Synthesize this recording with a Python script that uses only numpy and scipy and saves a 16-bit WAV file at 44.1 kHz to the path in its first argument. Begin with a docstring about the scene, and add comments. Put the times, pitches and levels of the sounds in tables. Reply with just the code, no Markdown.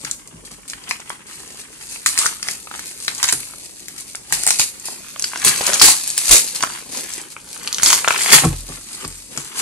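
"""A soft bump and sharp snaps come first, as hands pick at the taped paper round a cardboard box,
then tear and crumple it close to a phone. Tape and fibres break over a bed of fine crinkle;
the box walls buckle with dry pops, and bumps ring the modes of the wooden table beneath.
A small hard room answers over a low murmur and hiss, and the loudest rips clip and distort."""
import sys
import numpy as np
from scipy import signal
from scipy.fft import rfft, irfft, next_fast_len
from scipy.io import wavfile
from scipy.ndimage import map_coordinates

SR = 44100
rng = np.random.default_rng(int(sys.argv[2]) if len(sys.argv) > 2 else 0)


def int16_out(signal):
    """Quantize to a 16-bit WAV file."""
    q = np.round(np.clip(np.atleast_2d(signal).T, -1, 1) * 32767)
    wavfile.write(sys.argv[1], SR, q.astype(np.int16))


N = 423801

# Spectrum of breaking paper. Each row: frequency in Hz, relative spectral density in dB.
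PAPER_SPECTRUM = [(1470, -13), (2500, -3.5), (2910, -6.5), (3190, -7), (4510, 1.5), (5570, -2.5), (6140, 1),
                  (8930, 2.5), (12000, -3.5), (15600, -22), (22000, -120)]


def amp(db):
    """Decibels as an amplitude ratio."""
    return 10 ** (np.asarray(db) / 20)


def unit(x):
    """Normalisation to rms 1."""
    return x / np.sqrt(np.mean(x ** 2) + 1e-20)


def along(points, hz):
    """Interpolation of (Hz, value) points on a log frequency axis."""
    knots_hz, values = np.transpose(points)
    return np.interp(np.log(hz + 1), np.log(knots_hz + 1), values)


def curves(rows):
    """Linear interpolation, one value a sample, of each column after the time."""
    times, *columns = np.transpose(rows)
    return [np.interp(np.arange(N) / SR, times, column) for column in columns]


def wobble(rate):
    """Slow random modulation: a spline through rate knots a second."""
    return map_coordinates(rng.standard_normal(int(N * rate / SR) + 4), [np.arange(N) * rate / SR])


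def filtered(x, response):
    """Zero-phase filtering: the spectrum times a function of frequency."""
    size = next_fast_len(N + 8192)
    return irfft(rfft(x, size) * response(np.fft.rfftfreq(size, 1 / SR)), size)[..., :N]


def coloured(x, spectrum):
    """Spectral shaping by (Hz, dB) points, at rms 1."""
    return unit(filtered(x, lambda hz: amp(along(spectrum, hz))))


def grains(per_s, spread_db, life_s, friction, clump_db):
    """Shot noise of tiny clumped breaks over friction; a sheet is an extended source, so ports differ."""
    hits = rng.random(N) < per_s / SR * amp(clump_db * wobble(25))
    sizes = hits * amp(spread_db * np.minimum(rng.exponential(1, N), 3))
    envelope = signal.lfilter([1], [1, -np.exp(-1 / (life_s * SR))], sizes)
    return (unit(envelope) + friction) * (rng.standard_normal(N) + 1.14 * rng.standard_normal((2, N)))


def click(hz, cycles, t):
    """A damped oscillator that swings inwards first and decays 60 dB in the given cycles."""
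    return -np.sin(2 * np.pi * hz * t) * amp(-60 * t * hz / cycles) * (1 - np.exp(-t * hz / 0.45))


def burst(hz, spread, count, t60, t):
    """Superposition of short-lived modes, spread about one frequency on a log axis."""
    size, detune, phase = rng.normal(0, 1, (3, count, 1))
    ratio = np.exp(spread * (np.linspace(-1, 1, count)[:, None] + detune / count))
    modes = amp(2 * size) * np.sin(2 * np.pi * np.minimum(hz * ratio, SR / 3) * t + 1.18 * phase)
    return modes.sum(axis=0) / np.sqrt(count) * amp(-60 * t / t60) * (1 - np.exp(-t / 0.00026))


def background():
    """Noise floor: the low murmur of the house, partly coherent between the ports, and steady hiss."""
    # Two noise spectra. Each row: frequency in Hz, relative spectral density in dB.
    murmur_spectrum = [(21, -18), (35, -1.5), (103, -4), (183, -2), (216, -2.5), (316, -3), (351, -9.5),
                       (600, -22), (780, -46), (1320, -120)]
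    hiss_spectrum = [(290, -36), (500, -7), (670, -26), (886, -6), (2340, -23), (3480, -16), (4490, -9),
                     (8960, 1), (12000, -12), (15600, -38), (22000, -120)]
    common, side = (coloured(amp(1.5 * wobble(12)) * rng.standard_normal(N), murmur_spectrum)
                    for _ in range(2))
    murmur = amp(-52.5) * np.array([common + 0.33 * side, common - 0.6 * side])
    return murmur + amp(-47.5) * coloured(rng.standard_normal((2, N)), hiss_spectrum)


def room(x, step_s=0.2):
    """Convolution with early reflections and a diffuse tail, drawn anew each step as things move."""
    # Reverberation time. Each row: frequency in Hz, time to decay 60 dB in seconds.
    decay_times = [(200, 0.25), (1000, 0.2), (5000, 0.2), (11000, 0.36)]
    out, block = np.zeros((2, N + 2 * SR)), round(step_s * SR)
    for i in range(0, N, block):
        hz, t, noise = signal.stft(rng.standard_normal((2, SR // 4)), SR, nperseg=256)
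        tail = signal.istft(noise * amp(-60 * t / along(decay_times, hz)[:, None]), SR, nperseg=256)[1]
        response = np.pad(amp(-5.5) * tail / np.linalg.norm(tail[0]), ((0, 0), (200, 0)))
        echoes = amp(-14.5) * rng.standard_normal((2, 12))  # off table, box and hands
        response[[[0], [1]], rng.integers(6, 200, (2, 12))] = echoes
        wet = signal.fftconvolve(x[None, i:i + block], response, axes=1)
        out[:, i:i + wet.shape[1]] += wet
    return out[:, :N]


def ports(x):
    """Path difference: the nearer microphone port hears first. The left is always a little louder."""
    # Where the hands work. Each row: time in seconds, lead of the left port in ms.
    left_lead = [(0, 0.13), (4.8, 0.1), (5.4, 0.027), (6.8, 0.046), (7.2, 0.032), (7.6, -0.032),
                 (8.4, -0.048), (8.7, .11), (9.61, 0.13)]
    shift = curves(left_lead)[0] * SR / 2000  # half the lead to each side, in samples
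    k = np.arange(N)
    left, right = map_coordinates(x[0], [k + shift]), map_coordinates(x[1], [k - shift])
    return amp([[1.1], [-1.1]]) * np.array([left, right])


def air_puff():
    """Near-field flow: the hardest rip throws air at the ports, two slow swings of pressure."""
    # Each row: start in seconds, level in dB, length in seconds.
    puffs = [(6.293, -17.5, 0.055)]
    out = np.zeros(N)
    for start, db, length in puffs:
        u = np.arange(round(length * SR)) / (length * SR)
        out[round(start * SR):][:len(u)] += amp(db) * np.sin(np.pi * u) * np.sin(4 * np.pi * u)
    return out


def table_bumps():
    """Modal ringing: each bump of the box excites the damped modes of the table top."""
    # Each row: start in seconds, relative level in dB, extra dB for the deep modes, for the high modes.
    bumps = [(0.035, -28.5, 0, 0), (0.334, -30, 8.5, -16), (0.511, -32.5, 3, 3.5), (3.327, -28, 0, 8),
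             (4.315, -30, 5, -7), (5.46, -18.5, -9, -5), (5.608, -47, -4, -3), (5.827, -27, 4, 18),
             (6.306, -31, -13, 21.5), (8.324, -11.5, -14, 0), (8.435, -12.5, 0, -1), (8.448, -3, 8.5, 1),
             (8.693, -26.5, 6, 1.5), (9.044, -23, 10.5, 3), (9.373, -26, -3, 3.5)]
    # Each row: mode frequency in Hz, relative level in dB, time to decay 60 dB in seconds.
    modes = [(43.4, -11, 0.84), (86.7, -15.5, 0.52), (134.7, -4, 0.35), (154.2, 3, 0.17), (247, 5, 0.062),
             (307, -5.5, 0.15), (401, -1.5, 0.08), (478, -7, 0.086), (757, -5.5, 0.068), (1150, -3, 0.039)]
    hz, mode_db, t60 = np.transpose(modes)[:, :, None]
    out, t = np.zeros(N + SR), np.arange(SR // 2) / SR
    fade = np.cos(np.pi * t)
    for start, db, deep_db, high_db in bumps:
        size, detune = rng.normal(0, 1, (2, len(modes), 1))
        gain = amp(mode_db + deep_db * (hz < 100) + high_db * (hz > 280) + 2 * size - 60 * t / t60)
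        onset = 1 - np.exp(-t * hz / 1.04)  # low modes swell slowly
        ring = gain * np.sin(2 * np.pi * hz * (1 + 0.035 * detune) * t) * onset
        out[round(start * SR):][:len(t)] += amp(db - 7) * ring.sum(axis=0) * fade
    return out[:N]


def box_pops():
    """Buckling or tapped cardboard rings as one heavily damped note with weaker neighbouring modes."""
    # Each row: time in seconds, relative level in dB, note in Hz.
    pops = [(0.0508, -20, 2120), (.7344, -19, 1780), (0.9106, -7, 2080), (.9986, -26, 1280),
            (1.1031, -14.5, 1180), (1.2984, -33, 1970), (1.312, -32, 1890), (1.4035, -33, 1420),
            (1.4344, -32, 1410), (1.9604, -23, 2270), (2.062, -4, 1990), (2.1765, -11.5, 2010),
            (2.1888, -18, 1580), (2.2467, -18, 1270), (2.2608, -9, 1720), (2.4282, -20, 1580),
            (2.472, -21.5, 1920), (2.487, -12.5, 1790), (2.6722, -21.5, 1280), (2.713, -21.5, 1480),
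            (2.7407, -21, 1700), (2.751, -24.5, 1690), (2.793, -23, 1650), (3.0812, -7, 2160),
            (3.2299, -12, 1960), (3.2445, -9, 2300), (3.287, -16, 2200), (3.294, -9, 2410),
            (3.326, -13.5, 1780), (3.432, -27, 2310), (3.5365, -29, 1360), (3.8839, -27, 2300),
            (4.15, -21, 1550), (4.309, -28, 1440), (4.3249, -8, 1830), (4.436, -22, 1950),
            (4.4668, -12.5, 1560), (4.474, -14, 1920), (4.4866, -11, 1300), (4.5064, -6, 2050),
            (4.5968, -9, 1820), (4.885, -22.5, 684), (5.1612, -21.5, 1200), (5.2426, -19, 2060),
            (5.318, -27, 1530), (5.335, -17.5, 1540), (5.3594, -15, 1530), (5.4181, -18, 2250),
            (5.4737, -4, 1820), (5.5309, -25, 1590), (5.589, -18, 1420), (5.609, -17.5, 410),
            (5.61, -16.5, 970), (5.678, -14, 1710), (5.6924, -13, 1610), (5.701, -13, 1740),
            (5.734, -13, 1590), (5.8141, -10, 1190), (5.8431, -5, 1820), (5.8853, -8.5, 980),
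            (6.295, -20, 2310), (6.316, -18.5, 400), (6.3465, -13, 454), (6.608, -19, 1890),
            (6.628, -8, 1660), (6.6367, -6.5, 1280), (6.6727, -17, 1380), (6.7012, -22, 1330),
            (7.3657, -21.5, 1250), (7.565, -26.5, 1540), (7.675, -23, 1900), (7.7844, -13, 2460),
            (7.798, -16.5, 1800), (7.832, -7, 2430), (7.862, -11, 2280), (7.887, -12, 2440),
            (7.9055, -5, 2420), (7.9238, -13, 2300), (7.9305, -5, 1530), (7.991, -23, 2050),
            (8.0459, -7.5, 1250), (8.077, -2.5, 1220), (8.085, -6, 1430), (8.107, -3.5, 1300),
            (8.1444, -17, 1400), (8.1616, -9, 2100), (8.261, -10, 1720), (8.3334, 8, 2160),
            (8.4362, -17, 765), (8.4428, -14, 1090), (8.6941, -32.5, 500), (9.05, -22, 1060),
            (9.3764, -17, 1230)]
    out, t = np.zeros(N + SR), np.arange(SR // 30) / SR
    for time, db, hz in pops:
        note = click(hz, 6.5, t) + 0.6 * burst(hz * 1.174, spread=0.721, count=6, t60=0.0073, t=t)
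        out[round((time - 0.0004) * SR):][:len(t)] += amp(db + 9) * note
    return out[:N]


def handling_gains():
    """Incoherent sources add in power: tugs swell, hold and fade on top of the steady handling."""
    # Steady handling. Each row: time in seconds, paper crinkle in dB, box rustle in dB.
    handling = [(0, -48, -62), (.29, -57, -53), (1.04, -49, -49), (1.24, -63, -50.5), (1.6, -49, -48.5),
                (1.87, -38, -50.5), (2.14, -56, -48), (2.84, -36.5, -57), (3.29, -30.5, -39),
                (3.56, -39, -63), (4.28, -43, -51.5), (4.52, -22.5, -50), (4.72, -40, -51),
                (5.22, -35.5, -49), (5.62, -26.5, -37), (6.05, -26, -52), (6.5, -27.5, -47),
                (6.85, -38.5, -56), (7.1, -35, -42), (7.4, -46, -53), (8.03, -30.5, -55), (8.32, -19, -38),
                (8.5, -38, -66), (9.25, -38.5, -62), (9.61, -36.5, -34.5)]
    # Each row: time of full strength and hold in seconds, then crinkle, rustle and groan in dB.
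    tugs = [(0.051, .03, -32, -41, -57), (0.872, 0.062, -40.5, -39, -53), (1.073, 0.053, -42, -47, -56),
            (1.4, 0.2, -38.5, -52, -52), (2.075, 0.051, -30.5, -62, -66), (2.208, 0.027, -23, -26.5, -64),
            (2.25, 0.025, -23, -53, -50), (2.467, 0.051, -29, -40, -68), (2.753, 0.077, -39, -43, -54),
            (3.223, 0.065, -32, -30.5, -46), (3.417, 0.057, -36.5, -49, -56), (3.983, 0.022, -37, -48, -65),
            (4.352, 0.049, -30, -40.5, -53), (4.466, 0.065, -37, -54, -58), (4.88, 0.06, -37, -67, -43.5),
            (5.465, 0.041, -19.5, -23.5, -35), (5.605, 0.055, -25, -34.5, -47),
            (5.696, 0.04, -19.5, -26, -33), (5.848, 0.029, -9.5, -23, -44), (6.24, 0.072, -24, -60, -65),
            (6.336, 0.053, -17.5, -38, -36), (6.563, 0.051, -46, -40, -48), (6.627, 0.027, -47, -40, -53),
            (6.732, 0.017, -33, -37, -48), (6.945, 0.061, -31, -39, -37.5), (7.175, 0.03, -34.5, -43, -48),
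            (7.51, 0.082, -37.5, -46, -50), (7.64, 0.15, -36, -39, -46), (7.85, 0.11, -20.5, -29, -36.5),
            (8.103, 0.075, -40, -26, -39), (8.21, 0.072, -23.5, -39, -53),
            (8.331, 0.032, -13.5, -13.5, -27.5), (8.448, 0.017, -30, -49, -29.5),
            (8.72, 0.024, -31.5, -39.5, -46), (8.91, 0.034, -33.5, -47, -56),
            (9.02, 0.013, -34, -37, -43.5), (9.362, 0.036, -36, -43.5, -47.5),
            (9.6, .03, -29.5, -33.5, -35.5)]
    swell_db_per_s, fade_db_per_s, steady_groan_db = 196, 178, -55
    t = np.arange(N) / SR
    power = amp(curves(handling) + [np.full(N, steady_groan_db)]) ** 2
    for full, hold, *level_db in tugs:
        span = slice(max(round((full - 0.3) * SR), 0), round((full + hold + 0.4) * SR))
        swell_db = swell_db_per_s * np.maximum(full - t[span], 0)
        fade_db = fade_db_per_s * np.maximum(t[span] - full - hold, 0)
        power[:, span] += amp(np.array(level_db)[:, None] - swell_db - fade_db) ** 2
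    return np.sqrt(power)


def crinkle():
    """Crackling noise: paper crinkles in the treble as the box walls rustle and, bending, groan."""
    # Two spectra of the box. Each row: frequency in Hz, relative spectral density in dB.
    rustle_spectrum = [(470, -32), (800, -2), (1180, -0.5), (1830, 0), (3200, -1), (4160, -13.5),
                       (7040, -120)]
    groan_spectrum = [(90, -24), (180, -4.5), (400, -0.5), (700, -9), (1100, -11.5), (2500, -120)]
    paper_gain, rustle_gain, groan_gain = handling_gains()
    paper = coloured(grains(500, spread_db=6, life_s=0.00026, friction=1, clump_db=6), PAPER_SPECTRUM)
    rustle = coloured(grains(500, spread_db=9, life_s=0.0041, friction=0.3, clump_db=1), rustle_spectrum)
    groan = grains(170, spread_db=5.5, life_s=0.0051, friction=0.32, clump_db=0.5)
    return paper_gain * paper + rustle_gain * rustle + groan_gain * coloured(groan, groan_spectrum)


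def snaps():
    """Sudden release of tension: tape or fibres give a sharp crack, then fray away."""
    # Each row: time in seconds, relative level in dB, centre frequency in Hz.
    breaks = [(0.049, -15, 6800), (0.1129, -6.5, 7300), (.275, -24.5, 8200), (0.7, -16, 6640),
              (.8393, -29, 4780), (0.9107, -14.5, 5130), (1.0026, -24, 7160), (1.096, -16.5, 8900),
              (2.0617, 1.5, 7500), (2.069, -14, 7120), (2.0768, -14, 7500), (2.178, -1, 7460),
              (2.189, 3.5, 7650), (2.2577, -4.5, 7700), (2.2651, -6, 6140), (2.429, -9, 5360),
              (2.4859, -9.5, 5270), (2.795, -16, 7000), (2.977, -21, 7750), (3.0654, -27, 6430),
              (3.0812, -4.5, 4330), (3.15, -14, 7200), (3.181, -15, 6820), (3.2298, -1, 6100),
              (3.2408, -2, 6600), (3.281, -11, 7000), (3.289, -3, 6800), (3.299, -8, 6340),
              (3.3255, 2, 8900), (3.4311, -25, 7690), (3.4464, -27, 9020), (3.8838, -16, 7150),
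              (4.155, -15, 7700), (4.3249, -1.5, 6840), (4.4358, -6, 8300), (4.4663, 1, 7960),
              (4.4757, 4.5, 8250), (4.4875, -4, 8260), (4.5061, 3.5, 7540), (4.588, -12.5, 6930),
              (4.5961, 3, 6860), (4.799, -21, 7970), (4.8568, -13, 8900), (5.196, -9.5, 7950),
              (5.2243, -5.5, 7300), (5.2423, -7, 4640), (5.359, -22, 5870), (5.376, -16, 6800),
              (5.4193, -20, 7820), (5.449, 5.5, 9000), (5.6674, -2.5, 6600), (5.7337, -4, 6040),
              (5.7417, 0.5, 6900), (5.798, -2, 5240), (5.816, 14, 4880), (5.976, -13, 8450),
              (6.077, -4, 9900), (6.103, -6.5, 7900), (6.179, 4, 10000), (6.2926, -1.5, 8600),
              (6.311, -1, 5840), (6.562, -13, 5170), (6.626, -9, 6070), (6.6354, -7, 7400),
              (6.9729, -15, 6250), (6.9965, -19, 7550), (7.1374, -14, 6730), (7.2155, -19, 8200),
              (7.6755, -8.5, 4300), (7.7285, -6.5, 6600), (7.746, -9.5, 5910), (7.7845, -12, 5500),
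              (7.833, 7.5, 7030), (7.861, 2, 5300), (7.884, 0, 7000), (7.903, 3, 6350), (7.9291, 6, 6500),
              (8.046, -22, 4200), (8.0774, -15, 5330), (8.0828, -4, 7040), (8.208, -12, 7300),
              (8.2187, -6, 7600), (8.2265, -12, 7300), (8.3175, -7, 6800), (8.4513, -10.5, 7800),
              (9.0497, -18.5, 4670), (9.079, -19, 9200), (9.3758, -10.5, 6900), (9.5818, -15, 9300)]
    fray_db, fray_t60 = -18, 0.08
    out, t = np.zeros((2, N + SR)), np.arange(SR // 4) / SR
    fibres = grains(900, spread_db=7, life_s=0.00063, friction=0.17, clump_db=2.5)
    fray = np.pad(coloured(fibres, PAPER_SPECTRUM), ((0, 0), (0, SR)))
    for time, db, hz in breaks:
        i = round((time - 0.0003) * SR)
        cluster = burst(hz, spread=0.582, count=12, t60=0.0028, t=t[:400])
        out[:, i:i + 400] += amp(db + 11.5) * (click(hz, 10.3, t[:400]) + 0.56 * cluster)
        out[:, i:i + len(t)] += amp(db + fray_db - 60 * t / fray_t60) * fray[:, i:i + len(t)]
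    return out[:, :N]


def rips():
    """Running fracture: a dense train of breaking fibres starts at once, holds and dies away."""
    # Each row: start in seconds, hold in seconds, level in dB.
    tears = [(0.45, 0.014, -37), (0.511, 0.0065, -33.5), (0.679, 0.045, -33.5), (0.89, 0.013, -27.5),
             (1.267, 0.093, -35.5), (1.81, 0.027, -36), (1.889, 0.11, -34.5), (2.061, 0.017, -16.5),
             (2.183, 0.0079, -16), (3.183, 0.0087, -32), (4.325, 0.013, -16), (4.589, .02, -12.5),
             (4.854, 0.067, -32.5), (5.441, 0.052, -13.5), (5.815, 0.064, -7), (6.31, 0.011, 0),
             (6.328, 0.043, -11.5), (6.549, 0.0069, -18.5), (6.931, 0.066, -27.5), (7.822, 0.1, -19),
             (8.322, 0.034, -6.5), (9.582, 0.023, -22)]
    release_t60 = 0.15
    pull, t = np.zeros(N + SR), np.arange(SR // 2) / SR
    for start, hold, db in tears:
        pull[round(start * SR):][:len(t)] += amp(db - 60 * np.maximum(t - hold, 0) / release_t60)
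    fibres = grains(1200, spread_db=9, life_s=0.0011, friction=0.87, clump_db=5.5)
    return pull[:N] * coloured(fibres, PAPER_SPECTRUM)


def scene():
    """Superposition of direct sound, room sound and bumps that the table carries to both ports alike."""
    direct = crinkle() + rips() + snaps() + box_pops()
    bumps = table_bumps()
    radiated = 0.5 * filtered(bumps, lambda hz: hz ** 2 / (hz ** 2 + 250 ** 2))  # mainly upper modes
    airborne = direct.mean(axis=0) + radiated
    return ports(direct) + room(airborne) + bumps + air_puff() + background()


def record(dry):
    """Band limiting cuts the deepest rumble and top treble; peaks clip, with distortion up to 15.8 kHz."""
    def low_pass(hz, edge_hz):
        return np.clip((edge_hz - hz) / 300 + 0.5, 0, 1) ** 2

    band = filtered(dry, lambda hz: low_pass(hz, edge_hz=12193) * hz ** 2 / (hz ** 2 + 22 ** 2))
    return filtered(np.clip(band, -1, 1), lambda hz: low_pass(hz, edge_hz=15800))


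dry = scene()
out = record(dry)
int16_out(out)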